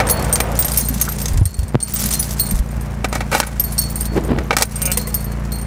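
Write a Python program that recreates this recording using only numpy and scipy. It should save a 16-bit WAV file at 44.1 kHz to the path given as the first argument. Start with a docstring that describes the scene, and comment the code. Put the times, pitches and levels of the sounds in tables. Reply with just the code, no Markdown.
"""Keys jangling in an idling car

A bunch of keys jangles at the ignition lock: each clink is a noisy tick plus ringing tones.
The lock clacks and scrapes as short noise, a hand rubs and bumps the camera, and a small actuator
buzzes with pulses until its latch drops twice. Engine beats and cabin noise run underneath.
The camera turns its gain down on loud sounds."""
import sys
import numpy as np
from scipy import signal
from scipy.fft import rfft, irfft, next_fast_len
from scipy.io import wavfile
from scipy.ndimage import map_coordinates

SR = 44100
rng = np.random.default_rng(int(sys.argv[2]) if len(sys.argv) > 2 else 0)


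def file_out(sig):
    """Save sig as 16-bit WAV at sys.argv[1]."""
    # one column per channel
    cols = np.atleast_2d(sig).T
    # limit, then scale
    lim = np.clip(cols, -1, 1)
    pcm = np.round(lim * 32767).astype(np.int16)
    wavfile.write(sys.argv[1], SR, pcm)


N = 249606

# In the tables, tone colours and shares of modes are relative levels; t60 is the time to fall 60 dB.
# Engine speed: (time [s], engine cycles per second [Hz])
IDLE = [(0.0, 28.55), (0.66, 28.88), (5.66, 28.71)]
# Engine tones: (multiple of the cycle rate, relative level before random drift [dB])
ORDER = [(1, -23), (2, 1), (3, -33.5), (4, -8), (5, -6.5), (6, -51), (7, -8), (8, -14), (9, -28.5),
         (10, -34.5)]
# Colour of engine and fan noise in the cabin: (frequency [Hz], level per Hz [dB])
CABIN = [(12, -44), (38, -15), (60, 1.5), (204, -8), (285, -12.5), (624, -15), (802, -17), (1120, -20),
         (2080, -24), (3530, -36.5), (6180, -40), (16000, -50)]
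# Cabin noise before it throbs: (time [s], level [dB])
CABIN_LEVEL = [(0, -20), (.85, -29), (2.3, -30), (3, -30.5), (4, -30.5), (5.66, -30.5)]
# Key on key: (time [s], tick level [dB], ring level before random changes [dB], kind of contact)
CLINKS = [(.069, -9.5, -22, "long"), (.088, -6, -21, "tag"), (0.0978, -7, -8.5, "bunch"),
          (0.109, -15, -5.5, "fob"), (0.194, -10.5, -32, "fob"), (0.2445, -8.5, -28, "long"),
          (0.327, -5, -0.5, "long"), (0.3568, 0.5, -40, "short"), (0.402, -13, -14, "pair"),
          (0.5902, -2.5, -7.5, "tag"), (0.624, -5, -36, "short"), (.6464, -8, -10, "short"),
          (.6824, -4, -18, "pair"), (.7176, -20, -20, "bunch"), (0.736, -10, -15.5, "fob"),
          (0.761, -9.5, -20, "fob"), (0.7733, -12, -4.5, "bunch"), (.7842, -5, -9.5, "fob"),
          (0.8015, -16, -12, "bunch"), (.851, -21, -21, "long"), (0.886, -10, -11, "short"),
          (0.94, -11, -21.5, "fob"), (1, -7, -32, "pair"), (1.0132, -2.5, -5, "pair"),
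          (1.023, -25, -15, "fob"), (1.052, -12, -23, "fob"), (1.088, -11, -21.5, "short"),
          (1.12, -12.5, -19, "short"), (1.2011, -11, -26.5, "bunch"), (1.216, -11, -16, "short"),
          (1.257, -8, -38, "tag"), (1.2823, -12, -30, "short"), (1.374, -7.5, -39, "short"),
          (1.4545, -.5, -5, "pair"), (1.5424, -15, -19, "long"), (1.59, -7.5, -31, "pair"),
          (1.631, -12, -35, "pair"), (1.681, -18, -27.5, "long"), (1.803, -5.5, -16, "long"),
          (1.827, -29, -8, "long"), (1.8816, -9, -25, "tag"), (1.9372, -12, -11, "tag"),
          (1.9609, -1, -15.5, "long"), (2.0385, -9, -23, "fob"), (2.0577, -8, -10.5, "fob"),
          (2.107, -7, -22, "pair"), (2.136, -7, -8.5, "pair"), (2.195, -18, -13, "fob"),
          (2.259, -32, -30, "fob"), (2.3073, -6.5, -27, "fob"), (2.396, -13, -9, "tag"),
          (2.4653, -17, -21.5, "pair"), (2.489, -20, -21, "long"), (2.51, -13, -20, "pair"),
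          (2.5893, -15, -44, "short"), (2.7066, -32, -37, "long"), (2.81, -24.5, -31.5, "pair"),
          (3.086, -23, -31, "pair"), (3.151, -8, -31, "short"), (3.3154, -18, -28, "pair"),
          (3.348, -11, -21, "fob"), (3.3788, -4, -17, "short"), (3.467, -18, -20.5, "fob"),
          (3.5969, -6, -10, "short"), (3.638, -17, -16, "short"), (3.721, -14, -23.5, "fob"),
          (3.7798, -10, -15, "long"), (3.7893, -13, -6.5, "pair"), (3.8147, -18, -16, "fob"),
          (3.8374, -18, -20.5, "long"), (3.901, -35, -25, "tag"), (3.9564, -13, -17, "pair"),
          (4.0083, -16, -15.5, "pair"), (4.054, -14, -21.5, "pair"), (4.2477, -23, -29.5, "pair"),
          (4.653, -21, -24, "bunch"), (4.7571, -36, -19, "long"), (4.8176, -7.5, -15.5, "bunch"),
          (4.8548, -2, -10.5, "bunch"), (4.916, -3, -9, "pair"), (4.9725, -2.5, -7, "bunch"),
          (5.013, -19, -27, "short"), (5.0717, -8.5, -23.5, "pair"), (5.1424, -13, -8.5, "short"),
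          (5.1694, -28, -27, "pair"), (5.2045, -25, -23, "pair"), (5.243, -25, -25, "pair"),
          (5.3179, -21.5, -30, "short"), (5.451, -23, -55, "short"), (5.5197, -15.5, -19.5, "pair"),
          (5.5553, -25, -23.5, "pair"), (5.585, -24, -28, "pair"), (5.613, -26, -27, "long")]
# How each contact shares its ring: kind: (middle [dB], fob [dB], high [dB], top [dB])
CONTACT = {"long": (0, -20, -11, -21), "short": (-6.5, -22, 0, -19), "pair": (-0.5, -15, -3, -15),
           "fob": (-12.5, -1.5, -5.5, -14), "bunch": (-1.5, -5, -5.5, -9), "tag": (-3, -20, -2, -5)}
# Low modes of the long keys: name: (frequency [Hz], t60 when fully free [s])
LOW_RING = {"a": (3480, 0.18), "b": (4204, 0.33), "c": (4409, .4), "d": (5491, .2), "e": (6430, 0.048),
            "f": (6000, 0.1), "g": (7930, 0.073)}
# Five families of key modes, the last from split rings and tags:
# (frequency [Hz], relative level before scatter [dB], t60 when fully free [s])
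MIDDLE_RING = [(8460, -12, .1), (8620, -14, .1), (8710, 0, .085), (8790, -9, .1)]
FOB_RING = [(9500, -14, .05), (10420, -10, .08), (10670, 0, .07), (10950, -7, .06)]
HIGH_RING = [(12560, 0, .06), (12890, -3, .06), (13620, -7, .065)]
TOP_RING = [(15055, 0, .13), (15270, 0, .1)]
SMALL_RING = [(5020, 0, .06), (5491, 0, .1), (6010, 0, .07), (6690, 0, .08), (7220, -2, .06),
              (7930, -2, .07)]
# A long key hangs free and rings low: (time [s], level before sway [dB], names of its low modes)
NOTES = [(0.095, -19.5, "bc"), (.81, -15, "e"), (0.828, -28.5, "b"), (1.02, -9, "e"), (1.258, -14.5, "e"),
         (1.281, -23, "e"), (1.458, -26, "bc"), (1.543, -29.5, "cb"), (1.802, -27.5, "cb"),
         (1.828, -20, "e"), (1.915, -23, "e"), (2.145, -28, "b"), (2.19, -25, "f"), (2.397, -23, "cb"),
         (3.18, -46, "c"), (3.64, -35, "c"), (3.781, -17, "cd"), (3.815, -18, "e"), (3.955, -39, "cb"),
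         (4.054, -37, "c"), (4.862, -9.5, "e"), (4.916, -15, "g"), (4.917, -28.5, "ab"),
         (4.995, -28.5, "cb"), (5.143, -36.5, "c"), (5.243, -30, "e"), (5.263, -42, "cb"),
         (5.519, -29.5, "bc")]
# Colour of metal ticks: (frequency [Hz], level per Hz [dB])
TICK = [(1500, -1.5), (3000, -1.5), (5000, 2.5), (8500, 3.5), (12000, -3.5), (16000, -10)]
# How hard the bunch is stirred: (time [s], gain [dB])
RATTLE = [(0, -50), (.24, -38.5), (.45, -45), (.76, -26.5), (.88, -34), (1.5, -36), (1.81, -54.5),
          (1.88, -31.5), (2.02, -25), (2.57, -39.5), (2.81, -49.5), (3.1, -51), (3.72, -40), (4.03, -40),
          (4.59, -52.5), (4.73, -35.5), (4.98, -42), (5.28, -47.5), (5.66, -55)]
# Lock barrel: (time [s], body level [dB], treble level against the body [dB], t60 [s])
CLACKS = [(0.001, -7.5, -14, 0.058), (0.403, -8, 0.5, 0.023), (3.044, -10, -11, 0.042),
          (3.127, -18, -5, 0.037), (3.154, -15.5, -34, 0.052), (3.206, -17, -12, 0.055),
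          (3.316, -19.5, -24, 0.063), (3.349, -9.5, -10, 0.063), (3.401, -1.5, 1.5, 0.018),
          (3.428, -12, -25, 0.022), (4.172, -24, -34, 0.06), (4.386, -13.5, -15, 0.025),
          (4.507, -5.5, -22, 0.042), (4.528, -15, -13, 0.067), (4.567, -5.5, 1, 0.033),
          (4.584, -18, 7, 0.047), (4.61, -18.5, 5, 0.034), (4.622, -13.5, 14.5, 0.038)]
# Colour of the steering-column plastic: (frequency [Hz], level per Hz [dB])
BARREL = [(120, -66), (200, -1), (670, 6.5), (1220, 0), (1530, -1), (2060, -5.5), (2380, -9), (2990, -10.5),
          (4030, -9), (4510, -12.5), (6000, -15.5), (7800, -21), (13200, -120)]
# Hollow notes of the column shroud: (frequency [Hz], width [Hz], relative level [dB])
COLUMN = [(713, 146, 0), (1454, 170, 2), (2320, 300, -2.5)]
# Key blade over the tumblers: (peak time [s], peak before judder and mixing [dB], t60 [s])
SCRAPE = [(3.13, -30, 0.24), (3.33, -18, 0.56), (4.6, -24.5, 0.22)]
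# Soft bumps on the camera body: (time [s], level [dB], swing frequency [Hz])
BUMPS = [(0.822, -2.5, 228), (.901, 0, 253), (.959, 1.5, 192), (1.302, 3.5, 73), (1.335, 4, 37.4),
         (1.365, 8.5, 97), (1.385, 13.5, 55), (1.413, 24.5, 94.5), (1.455, 16.5, 83.5), (1.586, 14.5, 63.3),
         (1.626, 9.5, 83.4), (2.024, -1.5, 213), (2.049, 2.5, 221), (2.518, 1.5, 194), (2.535, 5.5, 39),
         (2.595, 9, 48.6), (4.304, 8, 240), (4.327, 7, 124), (4.374, 3, 65)]
# The camera meets the seat frame: (time [s], level [dB])
TAPS = [(1.7456, 2), (1.754, 9)]
# Palm strokes over the trim: (peak time [s], peak level before flutter [dB])
RUB = [(4.18, -12.5), (4.215, -22.5), (4.275, -28.5), (4.316, -11.5), (4.39, -19), (4.42, -23)]
# Colour of the palm: (frequency [Hz], level per Hz [dB])
PALM = [(35, -28), (60, -10), (85, -9), (123, -6.5), (185, -11), (330, -4.5), (445, -11), (4000, -41.5),
        (5200, -44), (8800, -120)]
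# Cloth rustling as the camera is carried: (time [s], level before flutter [dB])
SLEEVE = [(0.0, -25.5), (0.6, -30), (0.85, -42)]
# Colour of the cloth: (frequency [Hz], level per Hz [dB])
CLOTH = [(150, -38), (250, -25), (429, -24), (480, -1.5), (605, -6), (1010, -9.5), (3500, -28.5),
         (4550, -41), (7700, -120)]
# Actuator housing, passed twice: (frequency [Hz], width for one pass [Hz], level for one pass [dB])
HOUSING = [(540, 250, -0.5), (1470, 310, -3), (2280, 180, 1), (2850, 310, -2.5)]
# Latch drops: (time [s], level [dB])
LATCH = [(4.972, -19), (5.075, -24)]
# Latch modes: (frequency [Hz], relative level before scatter [dB], t60 [s])
LATCH_RING = [(496, -1, 0.14), (1036, -4.5, .05), (2050, -2, 0.069), (2660, -13, .04)]

SECOND_FIRING = 0.413  # share of the cycle at which the second exhaust beat comes
BEATS_DB = -22.5  # level of the exhaust beats
SECOND_MODE_DB = -3  # second named low mode against the first, before scatter
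SMALL_DB = -18  # small rings against the ring of each clink
SCRAPE_RISE_S = 0.048
BUMP_T60_S, BUMP_CYCLES = 0.04, 2.2  # decay: a fixed part plus some cycles of the swing
PUFF_DB = -32.5  # rustle of the grip against each bump
RUB_RISE_S, RUB_T60_S = 0.15, 0.18
SCUFF_S, SCUFF_DB = 1.083, -21.5  # a short squeaky scuff
SCUFF_HZ, SCUFF_WIDTH_HZ = 1350, 500  # its resonance, passed twice; width is for one pass
BUZZ_PEAK_S, BUZZ_DB = 4.88, -27.5  # actuator
BUZZ_RISE_S, BUZZ_HOLD_S, BUZZ_T60_S = 0.42, 0.035, 0.1
BUZZ_HZ, BUZZ_SAG_HZ_PER_S = 182, 35  # speed at the peak, and its fall under load
TOP_HZ = 15900  # upper band limit


def amp(db):
    """Turns decibels into a plain gain."""
    return 10 ** (np.asarray(db) / 20)


def unit(x):
    """Scales a sound to an RMS (average strength) of one."""
    return x / np.sqrt(np.mean(x ** 2) + 1e-20)


def curves(rows, outside=None):
    """One value per sample for each column after the time."""
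    s, *columns = np.transpose(rows)
    return [np.interp(np.arange(N) / SR, s, column, outside, outside) for column in columns]


def wobble(rate):
    """A smooth random curve through rate random points a second."""
    points = rng.standard_normal(int(N * rate / SR) + 4)
    return map_coordinates(points, [np.arange(N) * rate / SR])


def swell(peak_s, db, rise_s, t60, hold_s=0):
    """Gain that climbs 60 dB in rise_s, holds, then falls 60 dB in t60."""
    t = np.arange(N) / SR - peak_s
    climb_db = 60 * np.minimum(t, 0) / rise_s
    fall_db = 60 * np.maximum(t - hold_s, 0) / t60
    return amp(db + climb_db - fall_db)


def filtered(x, response):
    """Multiplies the spectrum of x by a response to frequency."""
    m = next_fast_len(N + SR // 2)
    return irfft(rfft(x, m) * response(np.fft.rfftfreq(m, 1 / SR)), m)[:N]


def colour(points):
    """Gain drawn through (frequency [Hz], level [dB]) points on a log axis."""
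    f, db = np.transpose(points)
    return lambda hz: amp(np.interp(np.log(hz + 1), np.log(f + 1), db))


def resonant(peaks):
    """Response of hollow bodies that favour the notes (frequency [Hz], width [Hz], level [dB])."""
    def response(f):
        total = 0
        for k, (centre, width, db) in enumerate(peaks):
            peak = 1j * f * width / (centre * centre - f * f + 1j * f * width)
            total = total + (-1) ** k * amp(db) * peak  # signs alternate
        return total
    return response


def noise(response):
    """Random hiss shaped by a response, at an RMS of one."""
    return unit(filtered(rng.standard_normal(N), response))


def add(track, s, sound):
    """Mixes a sound in at s seconds."""
    part = track[round(s * SR):][:len(sound)]
    part += sound[:len(part)]


def ring(modes, t, freedom, scatter_db, detune=0):
    """Fading tones share fixed energy at random; freedom scales their decay, detune shifts them."""
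    hz, db, t60 = np.transpose(modes)[:, :, None]
    share, shift = rng.standard_normal((2, len(modes), 1))
    size = amp(db + scatter_db * share)
    fade = amp(-60 * t / (t60 * freedom))
    tones = np.sin(2 * np.pi * hz * (1 + detune * shift) * t)
    return np.sum(size / np.linalg.norm(size) * fade * tones, axis=0)


def engine():
    """Two unevenly spaced exhaust beats a cycle, over rough cabin noise that throbs with them."""
    turn = 2 * np.pi * (np.cumsum(curves(IDLE)[0]) / SR + 0.3164)
    beats = np.zeros(N)
    for k, db in ORDER:
        pair_phase = np.angle(1 + np.exp(-2j * np.pi * k * SECOND_FIRING))
        strength = amp(db + 1.26 * wobble(5.1))
        beats -= strength * np.cos(k * turn + pair_phase + 0.2 * wobble(4.0))
    beats = unit(beats)
    throb_db = -1.5 * beats + 0.22 * wobble(16.0)
    cabin_noise = amp(curves(CABIN_LEVEL)[0] + throb_db) * noise(colour(CABIN))
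    return amp(BEATS_DB) * beats + cabin_noise


def cabin(x):
    """The short, padded echo of the car interior, made of quickly fading random reflections."""
    t = np.arange(SR // 5) / SR
    tail = rng.standard_normal(len(t)) * amp(-60 * t / 0.021) * (t > 0.002)
    return signal.fftconvolve(x, tail / np.linalg.norm(tail))[:N]


def handling():
    """Bumps swing the camera, hard taps give a pressure spike and a wobble, sleeve and palm rub."""
    out, t, grip = np.zeros(N), np.arange(SR // 3) / SR, noise(colour(CLOTH))
    for s, db, hz in BUMPS:
        fall = amp(db - 60 * t / (BUMP_T60_S + BUMP_CYCLES / hz))
        swing = np.sin(2 * np.pi * hz * t)
        puff = amp(PUFF_DB) * grip[round(s * SR):][:len(t)]
        add(out, s, fall * (1 - np.exp(-t / 0.017)) * (swing + puff))
    squeak = noise(lambda f: resonant([(SCUFF_HZ, SCUFF_WIDTH_HZ, 0)])(f) ** 2)
    out += swell(SCUFF_S, SCUFF_DB, 0.04, 0.043) * squeak
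    for s, db in TAPS:
        spike = -(t / 0.00044) * np.exp(1 - t / 0.00047)
        shake = amp(-1.5 - 60 * t / 0.051) * np.sin(2 * np.pi * 120 * t)
        add(out, s, amp(db) * (spike + shake))
    # Silent outside the sleeve table's times
    out += amp(curves(SLEEVE, -120)[0] + 1.1 * wobble(44.4)) * noise(colour(CLOTH))
    strokes = sum(swell(s, db, RUB_RISE_S, RUB_T60_S) for s, db in RUB)
    flutter = unit(amp(3.25 * wobble(60) + 3.5 * wobble(220)))
    return out + strokes * flutter * noise(colour(PALM))


def actuator():
    """An uneven pulse on every turn rings the housing, and the latch drops twice."""
    from_peak = np.clip(np.arange(N) / SR - BUZZ_PEAK_S, -0.2, 0.2)
    hz = BUZZ_HZ - BUZZ_SAG_HZ_PER_S * from_peak
    turns = np.floor(np.cumsum(hz) / SR)
    pulses = np.diff(turns, prepend=0) * amp(2.0 * rng.standard_normal(N))
    running = swell(BUZZ_PEAK_S, BUZZ_DB, BUZZ_RISE_S, BUZZ_T60_S, BUZZ_HOLD_S)
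    out = running * unit(filtered(pulses, lambda f: resonant(HOUSING)(f) ** 2))
    t = np.arange(SR // 5) / SR
    for s, db in LATCH:
        add(out, s, amp(db) * ring(LATCH_RING, t, 1, scatter_db=-1.0))
    return out


def lock():
    """Clacks and scrapes of the key blade sound through the column plastic, with a bright edge."""
    body, edge, t = np.zeros(N), np.zeros(N), np.arange(SR // 4) / SR
    for s, db, treble_db, t60 in CLACKS:
        fall = amp(db - 60 * t / np.clip(t60, 0.01, 0.2)) * (1 - np.exp(-t / 0.00036))
        add(body, s, fall)
        add(edge, s, amp(treble_db) * fall)
    stroke = sum(swell(s, db, SCRAPE_RISE_S, t60) for s, db, t60 in SCRAPE)
    stroke = stroke * amp(5.9 * wobble(160))  # the blade judders
    plastic = noise(colour(BARREL)) + amp(-2.0) * noise(resonant(COLUMN))
    bright = (edge + amp(-9.0) * stroke) * noise(colour(TICK))
    return (body + amp(-3.0) * stroke) * plastic + bright


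def rattle():
    """Clumps of faint touches tick and ring keys, rings and tags, over a fluttering slide noise."""
    sizes = amp(2.0 * rng.exponential(size=N)) * rng.standard_normal(N)
    touches = sizes * (rng.random(N) < 260 * np.exp(0.6 * wobble(30)) / SR)
    t = np.arange(SR // 8) / SR

    def sounding(modes, share):
        """Each touch reaches only a random share of the modes."""
        total = np.zeros(N)
        for mode in modes:
            struck = touches * rng.standard_normal(N) * (rng.random(N) < share)
            total += signal.fftconvolve(struck, ring([mode], t, 0.44, scatter_db=0))[:N]
        return unit(total)

    key_modes = MIDDLE_RING[2:] + FOB_RING[1:] + HIGH_RING + TOP_RING
    chime = sounding([(hz, 0, 0.5 * t60) for hz, db, t60 in key_modes], 0.22)
    small_hz = np.linspace(4800, 14500, num=24) + rng.normal(0, 280, size=24)
    small = sounding([(hz, 0, 0.045) for hz in small_hz], 0.094)
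    ticks = signal.fftconvolve(np.abs(touches), amp(-60 * t / 0.016))[:N] * noise(colour(TICK))
    slide = amp(3 * wobble(90)) * noise(colour(TICK))
    mix = amp(-13.0) * chime + amp(-2.5) * small + amp(-3) * unit(ticks) + amp(-5) * unit(slide)
    return amp(curves(RATTLE)[0]) * mix


def keys():
    """Clinks tick and ring key and small-ring modes until the next contact; long keys ring low."""
    out, burst, t = np.zeros(N), np.zeros(N), np.arange(SR // 2) / SR
    rise = 1 - np.exp(-t / 0.00053)
    brushing = wobble(110)  # the keys keep brushing each other, so each ring comes in fits
    families = (MIDDLE_RING, FOB_RING, HIGH_RING, TOP_RING, SMALL_RING)
    gaps = np.diff([row[0] for row in CLINKS], append=N / SR + 1)
    for (s, tick_db, ring_db, kind), gap in zip(CLINKS, gaps):
        freedom = np.exp(0.28 * rng.standard_normal())
        shape = rise * amp(-60 * np.maximum(t - gap, 0) / 0.013)  # the next contact stills it
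        snap = amp(-14 - 60 * t / 0.011)
        tail = rise * amp(-20.5 - 60 * t / 0.096)
        add(burst, s, amp(tick_db) * (snap + tail))
        for modes, db in zip(families, (*CONTACT[kind], SMALL_DB)):
            brush_db = 4 * np.resize(np.roll(brushing, -rng.integers(N)), len(t))
            tones = ring(modes, t, freedom, scatter_db=5.0, detune=0.0023)
            add(out, s, amp(ring_db + db + brush_db) * shape * tones)
    sway = amp(3.4 * wobble(45))  # a swinging key turns towards and away from the microphone
    for s, db, names in NOTES:
        modes = []
        for k, name in enumerate(names):
            hz, t60 = LOW_RING[name]
            modes.append((hz, SECOND_MODE_DB * k, t60))
        turning = np.resize(sway[round(s * SR):], len(t))
        add(out, s, amp(db) * rise * turning * ring(modes, t, 0.87, scatter_db=3))
    return out + burst * amp(3.3 * wobble(400)) * noise(colour(TICK))


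def scene():
    """Adds all sources; the keys and the lock also get the cabin echo."""
    metal = keys() + lock()
    mono = engine() + handling() + actuator() + rattle() + metal + amp(-6) * cabin(metal)
    return np.array([mono, mono])


def record(dry):
    """Gain ducks fast on loud sound and recovers steadily; then soft clipping and a band limit."""
    t = np.arange(N) / SR
    smoothing = np.exp(-1 / (0.002 * SR))
    power = signal.lfilter([1], [1, -smoothing], dry[0] ** 2) / (0.0045 * SR)
    # The held level jumps up with each peak, then falls 38 dB a second
    recovery_db = 38 * t
    held_db = np.maximum.accumulate(10 * np.log10(power + 1e-12) + recovery_db) - recovery_db
    x = dry[0] * amp(-0.7 * np.maximum(held_db + 14.5, 0))
    x = x / (1 + np.abs(x / 1.05) ** 8) ** (1 / 8)
    x = filtered(x, lambda hz: 1 / (1 + (hz / TOP_HZ) ** 90) * (hz < 17100))
    return np.array([x, x])


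dry = scene()
out = record(dry)
file_out(out)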